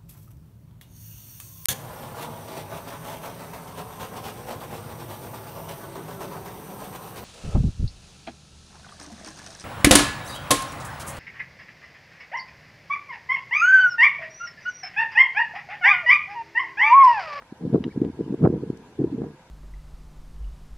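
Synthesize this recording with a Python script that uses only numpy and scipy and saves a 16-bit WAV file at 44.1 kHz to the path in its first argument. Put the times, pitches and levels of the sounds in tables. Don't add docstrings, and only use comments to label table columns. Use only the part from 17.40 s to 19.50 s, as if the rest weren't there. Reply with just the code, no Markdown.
import sys
import numpy as np
from scipy import signal
from scipy.fft import rfft, irfft, next_fast_len
from scipy.io import wavfile
from scipy.ndimage import uniform_filter1d

SR = 44100
rng = np.random.default_rng(int(sys.argv[2]) if len(sys.argv) > 2 else 0)


def log_audio(samples):
    frames = np.atleast_2d(samples).T
    limited = np.clip(frames, -1, 1)
    pcm = np.round(limited * 32767).astype(np.int16)
    wavfile.write(sys.argv[1], SR, pcm)


N = 92610

# f/Hz, gain/dB
PORT_COLOUR = [(20, -46.5), (45, -20.5), (105, -7.5), (140, 3), (300, -2.5), (460, -3), (540, -19),
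               (700, -59.5), (1500, -120)]


def amp(db):
    return 10 ** (np.asarray(db) / 20)


def unit(x):
    return x / np.sqrt(np.mean(x ** 2) + 1e-20)


def along(points, hz):
    f, v = np.transpose(points)
    return np.interp(np.log(hz + 1), np.log(f + 1), v)


def filtered(x, response):
    m = next_fast_len(N + SR // 2)
    spectrum = rfft(x, m) * response(np.fft.rfftfreq(m, 1 / SR))
    return irfft(spectrum, m)[..., :N]


def coloured(x, points):
    return filtered(x, lambda hz: amp(along(points, hz)))


def stereo(mid, side):
    return np.array([mid + side, mid - side])


def drone():
    # f/Hz, half width at 1/e/Hz, RMS level/dB
    hums = [(773, 54, -75.5), (990, 68, -76), (1643, 41, -71.5), (10470, 230, -86.5)]
    out = 0
    for hz, width_hz, db in hums:
        noise = rng.standard_normal(N)
        out = out + amp(db) * unit(filtered(noise, lambda f: np.exp(-((f - hz) / width_hz) ** 2)))
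    return out


def field(patchy_db=2):
    # f/Hz, level/dB
    hiss_colour = [(18, -47.5), (30, -13), (185, -10), (458, -19.5), (522, -7.5), (790, -6), (973, -0.5),
                   (1110, -12.5), (1630, -10), (1810, -14.5), (3660, -19), (4060, -19.5), (10900, -31.5),
                   (13700, -40), (14800, -60)]
    # f/Hz, correlation
    likeness = [(100, .995), (300, 1), (630, 1), (1370, 0.83), (3000, -0.16), (6500, -0.2), (10000, -0.27),
                (14000, 0.44)]
    # f/Hz, gain/dB
    tick_colour = [(2000, -29), (4500, 4.5), (8000, 0), (14000, -12.5)]
    field_db, tick_db, tick_s = -55, -55.5, 1.374

    z = signal.stft(rng.standard_normal((2, N)), nperseg=512)[2]
    patches = uniform_filter1d(rng.standard_normal(z.shape[1:]), size=5, axis=0)
    patches = uniform_filter1d(patches, size=6, axis=1)
    pair = signal.istft(z * amp(patchy_db * unit(patches)), nperseg=512)[1][:, :N]

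    def mid_side_response(hz):
        angle = np.arccos(np.clip(along(likeness, hz), -1, 1)) / 2
        return amp(along(hiss_colour, hz)) * [np.cos(angle), np.sin(angle)]

    mid, side = filtered(pair, mid_side_response)
    u = np.arange(N) / SR - tick_s
    tick_noise = unit(coloured(rng.standard_normal((2, N)), tick_colour))
    tick = amp(tick_db) * np.exp(-(u / .002) ** 2) * tick_noise
    return amp(field_db) * unit(stereo(mid, side)) + tick


def pops():
    # t/s, peak level before scatter/dB, second snap over first/dB, upper edge/Hz
    pop_list = [(.0228, -34, -27.5, 2390), (.4407, -24, -1.5, 5500), (.6484, -38, -22.5, 5400)]
    # f/Hz, width/Hz, gain/dB
    sac_modes = [(644, 500, -4.5), (1160, 1500, 6.5), (2000, 1200, -21.5), (2860, 1900, 8), (3900, 600, 9),
                 (5130, 700, -10)]
    snap_gap_s = 0.001005
    scatter_db, scatter_t60_s, scatter_start_s = -7.5, .04, .002

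    def sac(f):
        return sum((-1) ** k * amp(db) * 1j * f * w / (c * c - f * f + 1j * f * w)
                   for k, (c, w, db) in enumerate(sac_modes))

    def delay(f, s):
        return np.exp(-2j * np.pi * f * s)

    impulse = np.eye(1, N)[0]
    direct = 0
    for s, db, second_db, edge_hz in pop_list:
        def response(f):
            double = 1 + amp(second_db) * delay(f, snap_gap_s)
            rolloff = (1 + 1j * f / edge_hz) ** 2 * (1 + (f / edge_hz) ** 8)
            return sac(f) * delay(f, s) * double / rolloff

        snap = filtered(impulse, response)
        direct = direct - amp(db) * snap / np.abs(snap).max()

    t = np.arange(2000) / SR
    tail = rng.standard_normal((2, 2000)) * amp(-60 * t / scatter_t60_s) * (t > scatter_start_s)
    tail = (tail + 2 * tail[0]) / np.linalg.norm(3 * tail[0])
    scattered = signal.fftconvolve(direct[None], tail, axes=1)[:, :N]
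    return direct + amp(scatter_db) * scattered


def whistles():
    # t/s, f/Hz, RMS level/dB
    track = [(0.478, 1304, -65), (0.488, 1477, -58), (0.506, 2270, -62.5), (0.512, 2270, -54.5),
             (0.518, 2340, -53), (0.524, 1965, -58.5), (0.53, 1697, -53.5), (0.536, 1610, -83.5)]
    far_earlier_s, far_db = .418, -9
    t = np.arange(N) / SR
    s, hz, db = np.transpose(track)
    pitch_hz = uniform_filter1d(np.interp(t, s, hz), size=200)
    level = uniform_filter1d(amp(np.interp(t, s, db, -120, -120)), size=100)
    near = np.sqrt(2) * level * np.sin(2 * np.pi * np.cumsum(pitch_hz) / SR)
    return near + amp(far_db) * np.roll(near, -round(far_earlier_s * SR))


def rumble(gusts):
    # f/Hz, gain/dB
    rumble_colour = [(15, -39), (35, -12.5), (60, -3.5), (80, 14.5), (105, -10.5), (200, -46.5),
                     (500, -120)]
    under_gusts_db, window_s, lag_s = -24.5, 0.11, 0.037
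    power = uniform_filter1d(gusts.mean(0) ** 2, int(window_s * SR))
    level = uniform_filter1d(np.sqrt(np.abs(power)), size=800)
    level = np.roll(level, round(lag_s * SR))
    return amp(under_gusts_db) * level * unit(coloured(rng.standard_normal(N), rumble_colour))


def flutter(envelope):
    # f/Hz, gain/dB
    flutter_colour = [(300, -44), (480, 0), (620, 4.5), (800, -3.5), (1100, -14), (2000, -49), (6000, -120)]
    # f/Hz, gain/dB
    rasp_colour = [(500, -41), (800, -3), (1100, 5), (1500, 0), (1900, -18.5), (2600, -25.5), (4000, -49),
                   (9000, -120)]
    side_db, rasp_db, rasp_exponent = -5, 10, 1.65
    rasp_envelope = amp(rasp_db) * envelope ** rasp_exponent
    out = 0
    for colour, size in (flutter_colour, envelope), (rasp_colour, rasp_envelope):
        mid, side = coloured(rng.standard_normal((2, N)), colour)
        out = out + size * stereo(unit(mid), amp(side_db) * unit(side))
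    return out


def spread(mid, envelope):
    # f/Hz, ratio/dB
    side_over_mid = [(60, -41.5), (110, -53), (200, -24.5), (370, -19), (600, -18.5)]
    other = envelope * unit(coloured(rng.standard_normal(N), PORT_COLOUR))
    return stereo(mid, coloured(other, side_over_mid))


def churn():
    # t/s, RMS level/dB
    churn_level = [(0, -78), (0.169, -76), (.22, -32.5), (0.322, -36.5), (0.348, -14.5), (.38, -36),
                   (.43, -40), (.47, -36), (0.528, -56.5), (0.602, -35.5), (.65, -28), (.7, -43),
                   (0.761, -53.5), (.81, -29.5), (.86, -50), (.94, -33), (0.979, -49), (1.049, -9),
                   (1.089, -27.5), (1.2, -38.5), (1.32, -44), (1.36, -44.5), (1.45, -54.5), (1.57, -59),
                   (1.601, -27.5), (1.7, -41.5), (1.831, -32), (1.878, -39.5), (1.95, -55.5), (2.02, -77.5),
                   (2.1, -66)]
    pushes_per_s, scatter_db, flutter_db = 900, 5, -21.5
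    s, db = np.transpose(churn_level)
    level = amp(np.interp(np.arange(N) / SR, s, db))
    chance, size = rng.random(N), rng.standard_normal((2, N))
    pushes = (chance < pushes_per_s / SR) * size[0] * amp(scatter_db * size[1])
    thumps = level * unit(coloured(pushes, PORT_COLOUR))
    return spread(thumps, level) + flutter(level * amp(flutter_db))


def eddies():
    # t/s, peak level before filter/dB, f/Hz, width at half height/ms, flutter over thump/dB
    strong_eddies = [(0.1262, -25, 216.7, 3, -29), (0.2401, -20, 287.6, 3.6, -31),
                     (0.2526, -12.5, 305, 1.3, -43), (0.2663, -16, 228.4, 1.1, -26),
                     (0.2778, -17, 205.5, 5.7, -47), (0.3027, -28.5, 284, 11, -37.5),
                     (0.3379, -16.1, 322, 3.1, -21.5), (0.3471, 1.5, 332.6, 2, -32.5),
                     (0.3584, -6, 290, 3.4, -23), (0.3812, -20, 370, 7.8, -24),
                     (0.408, -20, 223.6, 9.4, -46), (0.4553, -22.5, 266, 9.6, -44),
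                     (0.4673, -15.5, 258.8, 3, -47), (0.4811, -18.5, 296, 3.2, -34.5),
                     (0.5633, -14, 243, 1, -34.5), (0.5778, -12.5, 243, 5.3, -38),
                     (0.62, -7.5, 305.3, 5.5, -41), (0.6343, -14.5, 293, 1.4, -44),
                     (0.6417, -24, 255, 1.9, -15.5), (0.649, -29, 232.3, 0.89, -30),
                     (0.6514, -11, 333, 1.6, -31), (0.6661, -20, 246, 4.5, -38),
                     (0.6796, -23.5, 250, 3.8, -41), (0.7012, -22, 238, 3.9, -51),
                     (0.7931, -23, 334, 3.2, -18.5), (0.804, -18.5, 276, 6.6, -30),
                     (0.8106, -12, 348, 2.9, -50), (0.881, -25, 284, 5.2, -36),
                     (0.9072, -22.5, 246.6, 5, -44), (0.9111, -22.5, 210.7, 8.5, -50.5),
                     (0.9271, -16, 255.6, 3.7, -30), (0.9437, -14, 328.6, 3.7, -25),
                     (1.016, -14, 211, 7.5, -41.5), (1.0228, -16.5, 212.3, 1.5, -17.5),
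                     (1.0313, -18.2, 295, 1.5, -21), (1.0405, -4, 217, 0.93, -20.5),
                     (1.0527, -3.5, 252, 2.3, -16), (1.062, -16, 344, 2.7, -7),
                     (1.074, 0.5, 358, 1.7, -24.5), (1.0898, -24.5, 245, 2.1, -16),
                     (1.1033, -9.5, 282, 3.1, -29), (1.1279, -10.5, 283, 1.9, -38),
                     (1.1403, -6, 332, 1.2, -35), (1.1481, -20.5, 186, 9.7, -27.5),
                     (1.1665, -19, 346, 2.2, -33), (1.229, -22, 269, 4.6, -71),
                     (1.2367, -17.5, 382, 3.4, -38), (1.3031, -11, 273, 2.96, -31),
                     (1.5943, -16, 333, 6.4, -33), (1.6178, -17, 298, 9.2, -39.5),
                     (1.6428, -12.5, 259, 5.7, -38), (1.6465, -11, 355.3, 4.7, -42),
                     (1.655, -30, 277, 2.2, -41), (1.6749, -24, 275, 7.9, -41),
                     (1.7307, -20.8, 285, 8.4, -38), (1.748, -19, 240, 8.6, -60),
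                     (1.7887, -19.5, 303, 1.6, -46), (1.8014, -33.5, 273, 3.7, -36),
                     (1.8193, -15, 270, 2.3, -22), (1.8333, -25.5, 218, 9.3, -23),
                     (1.8405, -25, 292, 3.6, -12.5)]
    # f/Hz, gain/dB
    eddy_edge = [(20, -53), (50, -12.5), (105, -10.5), (135, -3.5), (470, -1.5), (560, -10.5), (800, -51.5),
                 (2000, -120)]
    boom_db, boom_hz = -16, 128
    flutter_lasts = 2.52
    reach_s = .04
    t = np.arange(N) / SR
    thumps, shape, bright = np.zeros((3, N))
    turns = rng.random((len(strong_eddies), 2))
    for (s, db, hz, ms, flutter_db), turn in zip(strong_eddies, turns):
        near = slice(max(round((s - reach_s) * SR), 0), round((s + reach_s) * SR))
        u = t[near] - s
        bump = amp(db) * .5 ** ((2000 * u / ms) ** 2)
        boom_bump = amp(db + boom_db) * np.exp(-(boom_hz * u) ** 2)
        boom = boom_bump * np.cos(2 * np.pi * (boom_hz * u + turn[1]))
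        thumps[near] += bump * np.cos(2 * np.pi * (hz * u + turn[0])) + boom
        shape[near] += bump / np.sqrt(2)
        flutter_bump = .5 ** ((2000 * u / (flutter_lasts * ms)) ** 2)
        bright[near] += amp(db + flutter_db) * flutter_bump / np.sqrt(2)
    return spread(coloured(thumps, eddy_edge), shape) + flutter(bright)


def scene():
    gusts = eddies() + churn()
    return gusts + rumble(gusts) + pops() + whistles() + field() + drone()


def record(dry):
    block_s, first_block_s, wind_hz = 512 / 48000, .0083, 520
    duck = .12
    step_hz, top_hz = 6000, 14900
    low = filtered(dry, lambda hz: hz < wind_hz)
    block = np.ceil((np.arange(N) / SR - first_block_s) / block_s).astype(int)
    block_power = np.bincount(block, low.mean(0) ** 2) / np.bincount(block)
    low_db = 10 * np.log10(block_power + 1e-9)
    ducked = low * amp(-duck * (low_db[block] - low_db.max()))
    rounded = filtered(ducked, lambda hz: 1 / (1 + (hz / step_hz) ** 4))
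    return filtered(dry - low + rounded, lambda hz: hz < top_hz)


dry = scene()
out = record(dry)
log_audio(out)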